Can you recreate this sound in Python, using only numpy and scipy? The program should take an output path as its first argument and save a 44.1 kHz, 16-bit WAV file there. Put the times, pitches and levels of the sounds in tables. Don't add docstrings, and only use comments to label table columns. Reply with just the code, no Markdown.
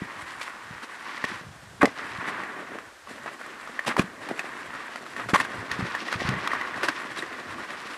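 import sys
import numpy as np
from scipy import signal
from scipy.fft import rfft, irfft
from scipy.io import wavfile
from scipy.ndimage import map_coordinates

SR = 44100
rng = np.random.default_rng(int(sys.argv[2]) if len(sys.argv) > 2 else 0)


def decibels_to_gain(level_db):
    exponent = np.asarray(level_db, float) / 20
    return 10 ** exponent


def materialize(psi):
    bounded = np.clip(np.atleast_2d(psi).T, -1, 1)
    quanta = np.round(bounded * 32767).astype(np.int16)
    wavfile.write(sys.argv[1], SR, quanta)


N = 351477


def unit(x):
    return x / np.sqrt(np.mean(x ** 2) + 1e-20)


def coloured(x, spectrum):
    m = 4096
    hz, db = np.transpose(spectrum)
    bins = np.fft.rfftfreq(m, 1 / SR)
    gain = decibels_to_gain(np.interp(np.log(bins + 1), np.log(hz + 1), db, -120, -120))
    cepstrum = irfft(np.log(gain + 1e-4), m)
    cepstrum[1:m // 2] *= 2
    cepstrum[m // 2 + 1:] = 0
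    response = irfft(np.exp(rfft(cepstrum)), m)
    return signal.fftconvolve(x, response)[:len(x)]


def wobble(rate):
    points = rng.standard_normal(int(N * rate / SR) + 4)
    return map_coordinates(points, [np.arange(N) * rate / SR])


def add(track, s, sound):
    part = track[round(s * SR):][:len(sound)]
    part += sound[:len(part)]


def yard_air():
    # f/Hz, level/dB
    air_tone = [(24, -42), (40, 4), (241, -26), (280, -3), (1600, 3), (2570, -6.5), (3390, -7.5),
                (3740, -8), (8110, -14), (14000, -26.5), (15500, -46)]
    return decibels_to_gain(-50) * unit(coloured(rng.standard_normal(N), air_tone))


def gusts(t):
    # t/s, length/s, level/dB
    puff_table = [(-.1, 0.19, -54), (0.097, .4, -59), (.6, .22, -54.5), (1.22, 0.37, -53),
                  (1.55, 0.46, -51.5), (1.98, 0.57, -54.5), (2.5, 0.42, -68), (3.02, .32, -57),
                  (4.0, 0.32, -62), (4.502, .32, -58), (5.12, 0.49, -50.5), (5.5, 0.5, -46.5),
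                  (6.13, 0.31, -40), (6.4, 0.57, -53), (7.08, 0.29, -63), (7.3, 0.4, -57),
                  (7.65, 0.35, -65)]
    calm_db = -72.5
    puffs = [decibels_to_gain(db) * np.sin(np.pi * np.clip((t - s) / length, 0, 1)) for s, length, db in puff_table]
    return decibels_to_gain(calm_db) + np.sqrt(np.sum(np.square(puffs), axis=0))


def wind(t):
    # f/Hz, level/dB
    rumble_tone = [(13, -54), (22, -43), (65, -9), (118, -3.5), (156, -11.5), (200, -9), (260, -32),
                   (440, -120)]
    strength = gusts(t)
    rumble = coloured(rng.standard_normal(N), rumble_tone)
    return strength * unit(decibels_to_gain(3.8 * wobble(22)) * rumble)


def echoes(x):
    t = np.arange(SR // 6) / SR
    first_s, t60 = 0.003, 0.12
    tail = rng.standard_normal(len(t)) * decibels_to_gain(-60 * t / t60) * (t > first_s)
    return signal.fftconvolve(x, tail / np.linalg.norm(tail))[:N]


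def thumps():
    # t/s, peak level/dB, f/Hz, t60/s
    thump_table = [(0.019, -15.5, 186, 0.022), (0.226, -38, 94.36, 0.053), (.708, -29.5, 146, 0.038),
                   (1.242, -15, 240, 0.015), (1.315, -29, 210, 0.046), (1.411, -34.5, 159, 0.053),
                   (1.56, -40, 149, 0.053), (1.63, -40, 145.4, 0.058), (1.74, -39, 170, .04),
                   (1.8, -31, 250, .04), (1.829, -7.5, 532, 0.027), (1.8314, -3, 276, 0.031),
                   (2.185, -27.5, 125, 0.045), (2.87, -45, 80, 0.045), (3.11, -37, 230, 0.051),
                   (3.995, -1.5, 200, 0.016), (4.039, -25, 184, 0.047), (5.334, -4, 197, 0.016),
                   (5.58, -30, 108, .06), (5.712, -32, 90, 0.042), (5.791, -17, 187, 0.041),
                   (5.824, -19.5, 117, 0.1), (5.85, -24, 348, 0.035), (6.155, -23.5, 106, 0.07),
                   (6.25, -20.5, 95.3, 0.052), (6.288, -16, 129, 0.11), (6.335, -25, 190, .04),
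                   (6.366, -24, 167, 0.045), (6.888, -24, 297, 0.049), (7.225, -27, 334, 0.054)]
    out, t = np.zeros(N), np.arange(SR // 5) / SR
    for s, db, hz, t60 in thump_table:
        turns = hz * (t + 0.00094 * (1 - np.exp(-t / 0.011)))
        swing = np.sin(2 * np.pi * turns) + decibels_to_gain(-5.5) * np.sin(2 * np.pi * 1.43 * turns)
        onset = 1 - np.exp(-t / 0.0015)
        add(out, s, -decibels_to_gain(db - 60 * t / t60) * swing * onset)
    return out


def stone_ping():
    # t/s, level/dB and t60/s around its f/Hz, in the order t, f, level, t60
    ping = (7.191, 3800, -23, .022)
    s, hz, db, t60 = ping
    out, t = np.zeros(N), np.arange(SR // 10) / SR
    add(out, s, decibels_to_gain(db - 60 * t / t60) * np.sin(2 * np.pi * hz * t) * (1 - np.exp(-t / 0.00066)))
    return out


def knocks():
    # t/s, peak level/dB, ring f/Hz, crack level/dB
    knock_table = [(0.413, -16.5, 2290, -17), (1.241, -7, 1860, -38), (1.817, -17, 1980, -35),
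                   (1.829, 1.5, 1190, -32), (1.855, -5.5, 1990, -12), (2.786, -17.5, 1250, -21),
                   (3.26, -18, 680, -30), (3.792, -8, 1830, -43), (3.879, -10.5, 988.5, -19),
                   (3.966, -7.5, 990.9, -28), (3.993, -6, 2450, -11), (4.288, -22, 918.9, -10),
                   (4.393, -8, 2560, -18.5), (4.958, -16.5, 1340, -17), (5.164, -17, 1810, -16),
                   (5.197, -14, 1263, -34.5), (5.288, -17, 1450, -29), (5.346, -2.5, 1055, -15),
                   (5.358, -2.5, 1075, -27), (5.402, -8, 1824, -18), (5.715, -11.5, 1840, -9),
                   (5.95, -10, 1790, -28), (6.126, -13.5, 1470, -10), (6.289, -16, 1800, -5.5),
                   (6.474, -8.5, 1170, -12.5), (6.533, -10.5, 1115, -31), (6.612, -13, 1920, -20),
                   (6.832, -10, 1480, -15.5), (6.885, -4, 1610, -16.5), (7.705, -20, 1860, -13)]
    # t/s, peak level/dB, ring f/Hz
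    tap_table = [(1.065, -22, 1150), (1.178, -20, 1930), (1.342, -22, 1430), (2.435, -18.5, 1920),
                 (3.072, -25.5, 1120), (3.412, -23, 1430), (3.674, -19, 1240), (3.849, -19.5, 1150),
                 (3.868, -23, 1863), (4.738, -22, 1330), (5.064, -22, 1240), (5.45, -18.5, 1620),
                 (5.543, -22, 1610), (5.74, -27, 1134), (5.99, -23, 2000), (6.084, -16, 1910),
                 (6.202, -15.5, 1900), (6.278, -28, 1510), (6.339, -16, 1850), (6.516, -13, 1860),
                 (6.551, -13.5, 1840), (6.673, -18, 1190), (6.742, -19, 1840), (6.989, -26, 1830),
                 (7.018, -20.5, 1460), (7.18, -23, 1780), (7.224, -16, 1900), (7.385, -30, 1090),
                 (7.583, -20, 1140), (7.737, -23.5, 1943)]
    # f/Hz, width/Hz, level/dB
    housing_modes = [
        (1115, 120, -7),
        (1830, 360, 3.5),
        (600, 227, -5.5),
    ]
    # f/Hz, level/dB
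    crack_tone = [(1500, -7), (2600, 1), (4500, -8.5), (7000, -15), (12000, -23), (15000, -50)]
    tap_crack_db, ring_t60, early_s = -23.5, 0.019, 0.0006
    out, cracks, t = np.zeros(N), np.zeros(N), np.arange(SR // 10) / SR
    hits = knock_table + [(*tap, tap_crack_db) for tap in tap_table]
    noises = rng.standard_normal((len(hits), 3, len(t)))
    swell = (1 - np.exp(-t / 0.00089)) ** 2
    fade = decibels_to_gain(-60 * t / ring_t60) * swell
    for (s, db, hz, crack_db), (scatter, rattle, crack) in zip(hits, noises):
        ring = np.sin(2 * np.pi * hz * t) * fade
        for (mode_hz, width, mode_db), chance in zip(housing_modes, scatter):
            mode = np.sin(2 * np.pi * mode_hz * t) * np.exp(-np.pi * width * t) * swell
            ring = ring + decibels_to_gain(mode_db + 1.0 + 2.4 * chance) * mode
        rattle = signal.lfilter([1, 0, -1], [1, -1.85, .92], rattle)
        ring = ring + decibels_to_gain(-30) * rattle * swell * decibels_to_gain(-35 * t / ring_t60)
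        add(out, s - early_s, decibels_to_gain(db - 5) * ring / np.abs(ring).max())
        snap = crack * fade ** 1.43 * (1 - np.exp(-t / 0.00056))
        add(cracks, s - early_s, decibels_to_gain(db + crack_db + 8) * snap)
    click = np.eye(1, 4096)[0]
    scale = np.linalg.norm(coloured(click, crack_tone))
    return out + coloured(cracks, crack_tone) / scale


def sand(density, spread_db, share):
    chance, size, sign = rng.random(N), rng.exponential(size=N), rng.standard_normal(N)
    stones = (chance < density / SR) * sign * decibels_to_gain(spread_db * np.minimum(size, 4))
    share = np.clip(share, 0, 1)
    return np.sqrt(share) * unit(stones) + np.sqrt(1 - share) * rng.standard_normal(N)


def strokes(t):
    # t/s, length/s, level/dB, tub wall weight/dB, dry grit weight/dB
    stroke_table = [(0.0, 0.21, -39.5, -9, -14), (0.276, 0.81, -42, -11, -13.5),
                    (1.063, 0.29, -37.5, -11.5, -9.5), (1.417, 0.3, -55.5, -3.5, -9),
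                    (1.886, 0.056, -42, -6.5, -10.5), (1.98, 0.17, -36, -8.5, -13),
                    (2.213, 0.24, -34.5, -6, -20), (2.497, .28, -39.5, -4.5, -21),
                    (3.088, .25, -45, -2.5, -13), (3.406, 0.63, -42.5, -6, -13),
                    (4.04, 0.3, -46.5, -1, -25), (4.225, 0.14, -41.5, -3.5, -9.5),
                    (4.385, 0.37, -40, -7.5, -14), (4.75, 0.19, -39, -6.5, -10.5),
                    (5.018, 0.16, -45, -3.5, -7), (5.17, 0.17, -51, -8, -16), (5.4, 0.27, -37.5, -5, -11.5),
                    (5.702, 0.25, -34.5, -7, -10), (5.997, 0.23, -36, -5, -4), (6.252, 0.38, -32, -7, -14),
                    (6.682, 0.22, -35, -7.5, -11), (6.963, 0.16, -37.5, -7, -11.5),
                    (7.171, 0.46, -38, -4.5, -10.5), (7.69, 0.24, -39, -7, -8.5)]
    bite_s, let_go_db_per_s, sag_db = 0.026, 114, 1
    power = np.full((3, N), 1e-12)
    for start, length, db, wall_db, grit_db in stroke_table:
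        u = t - start
        bite = np.clip(u / bite_s + 1, 0, 1)
        sag = sag_db * np.clip(u / length, 0, 1)
        let_go = let_go_db_per_s * np.clip(u - length, 0, None)
        shape = bite * decibels_to_gain(-sag - let_go)
        level = decibels_to_gain(db + np.array([0, wall_db, grit_db]))
        power += (level[:, None] * shape) ** 2
    return np.sqrt(power)


def skids(t):
    # t/s, length/s, level/dB, tub wall weight/dB, dry grit weight/dB
    skid_table = [(0.405, 0.037, -47.5, -20, 6), (0.822, 0.027, -43, -6, -3.5),
                  (1.238, 0.015, -40.5, 0.5, -1), (1.81, 0.015, -17.5, -13, -22),
                  (1.83, 0.02, -28.5, 14, -20), (1.859, 0.024, -54.5, 22, -9), (2.259, 0.047, -42.5, 0, -6),
                  (3.084, 0.043, -62.5, -11, 8), (3.259, 0.032, -38, -18, -29),
                  (3.86, 0.033, -33.5, 6.5, 1.5), (3.885, 0.039, -29, -10, -19),
                  (3.976, 0.025, -27, 2.5, -9.5), (3.999, 0.027, -38.5, -1.5, -6),
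                  (4.284, 0.037, -47, 5.5, -12), (5.159, 0.089, -37.5, -6.5, -18),
                  (5.284, 0.031, -34.5, -2, -5), (5.333, .031, -18, -15, -13.5), (5.37, 0.028, -44, 3, 2),
                  (5.397, 0.019, -27.5, -5, -6.5), (6.108, 0.049, -34.5, -9, -14),
                  (6.284, 0.05, -45, 1, -27), (6.827, 0.031, -34, 1, -3), (6.876, 0.023, -33, -4, -9),
                  (7.172, 0.034, -57.5, -16, 14.5)]
    drive, fizz = np.zeros((3, N)), np.zeros(N)
    judder = decibels_to_gain(1.9 * wobble(220))
    for start, length, db, wall_db, grit_db in skid_table:
        u = np.clip((t - start) / length, 0, None)
        slide = np.minimum(u / 0.3, 1) * decibels_to_gain(-30 * np.clip(u - .8, 0, None))
        level = decibels_to_gain(db + np.array([0, wall_db, grit_db]))
        drive += level[:, None] * slide * judder
        fizz += decibels_to_gain(db + grit_db - 8.5) * slide
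    return drive, fizz


def stirring(t):
    # f/Hz, level/dB
    grind_tone = [(380, -71), (650, -9.5), (707, -6.5), (817, -3), (1140, 3.5), (1330, -1.5), (1430, 1.5),
                  (1660, 0.5), (1870, 2.5), (2160, -4), (4000, -22), (5200, -32.5), (8800, -120)]
    wall_tone = [(76, -66), (130, -7), (172, -7.5), (232, 1.5), (355, 0.5), (397, -1), (442, -2.5),
                 (703, -1), (800, -3.5), (1040, -29.5), (1760, -120)]
    grit_tone = [(1530, -9), (2600, 0.5), (3090, -3), (3350, -2.5), (5470, -8.5), (5980, -11),
                 (8000, -25.5), (10400, -50), (17600, -120)]
    fizz_tone = [(4410, -24), (7500, -3), (11100, -9.5), (12000, -18), (15100, -28), (15300, -30)]
    grind, wall, grit = strokes(t)
    finest_db, grit_mid_db, follows = -62.5, -52, 0.4
    fizz = decibels_to_gain(finest_db) * (grit / decibels_to_gain(grit_mid_db)) ** follows

    lumps = 0.85 * wobble(14) + 1.23 * wobble(45)
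    grind = grind * decibels_to_gain(lumps + 0.4 * wobble(25))
    wall = wall * decibels_to_gain(0.6 * lumps + 1.5 * wobble(18))
    grit = grit * decibels_to_gain(1.3 * lumps + 1.6 * wobble(30))
    fizz = fizz * decibels_to_gain(2.4 * lumps)

    (skid_grind, skid_wall, skid_grit), skid_fizz = skids(t)
    coarse = sand(density=1500, spread_db=3.5, share=0.32)
    clods = 0.52 * coarse + sand(density=270, spread_db=4, share=0.44)
    fine = sand(density=900, spread_db=4.5, share=0.34)
    finest = sand(density=2300, spread_db=7.5, share=0.25)
    out = (grind + skid_grind) * unit(coloured(coarse, grind_tone))
    out += (wall + skid_wall) * unit(coloured(clods, wall_tone))
    out += (grit + skid_grit) * unit(coloured(fine, grit_tone))
    out += (fizz + skid_fizz) * unit(coloured(finest, fizz_tone))
    return out


def scene():
    t = np.arange(N) / SR
    blows = knocks() + stone_ping() + thumps()
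    mix = yard_air() + wind(t) + blows + decibels_to_gain(-13.5) * echoes(blows) + stirring(t)
    return mix[None]


def low_pass(x):
    return signal.sosfilt(signal.butter(12, 15710, fs=SR, output="sos"), x)


def record(dry):
    low_cut = signal.butter(2, 60, "highpass", fs=SR, output="sos")
    high_cut = signal.cheby2(8, 40, 15800, fs=SR, output="sos")
    heard = signal.sosfilt(np.vstack([low_cut, high_cut]), dry)
    return low_pass(np.clip(heard, -1, 1))


dry = scene()
out = record(dry)
materialize(out)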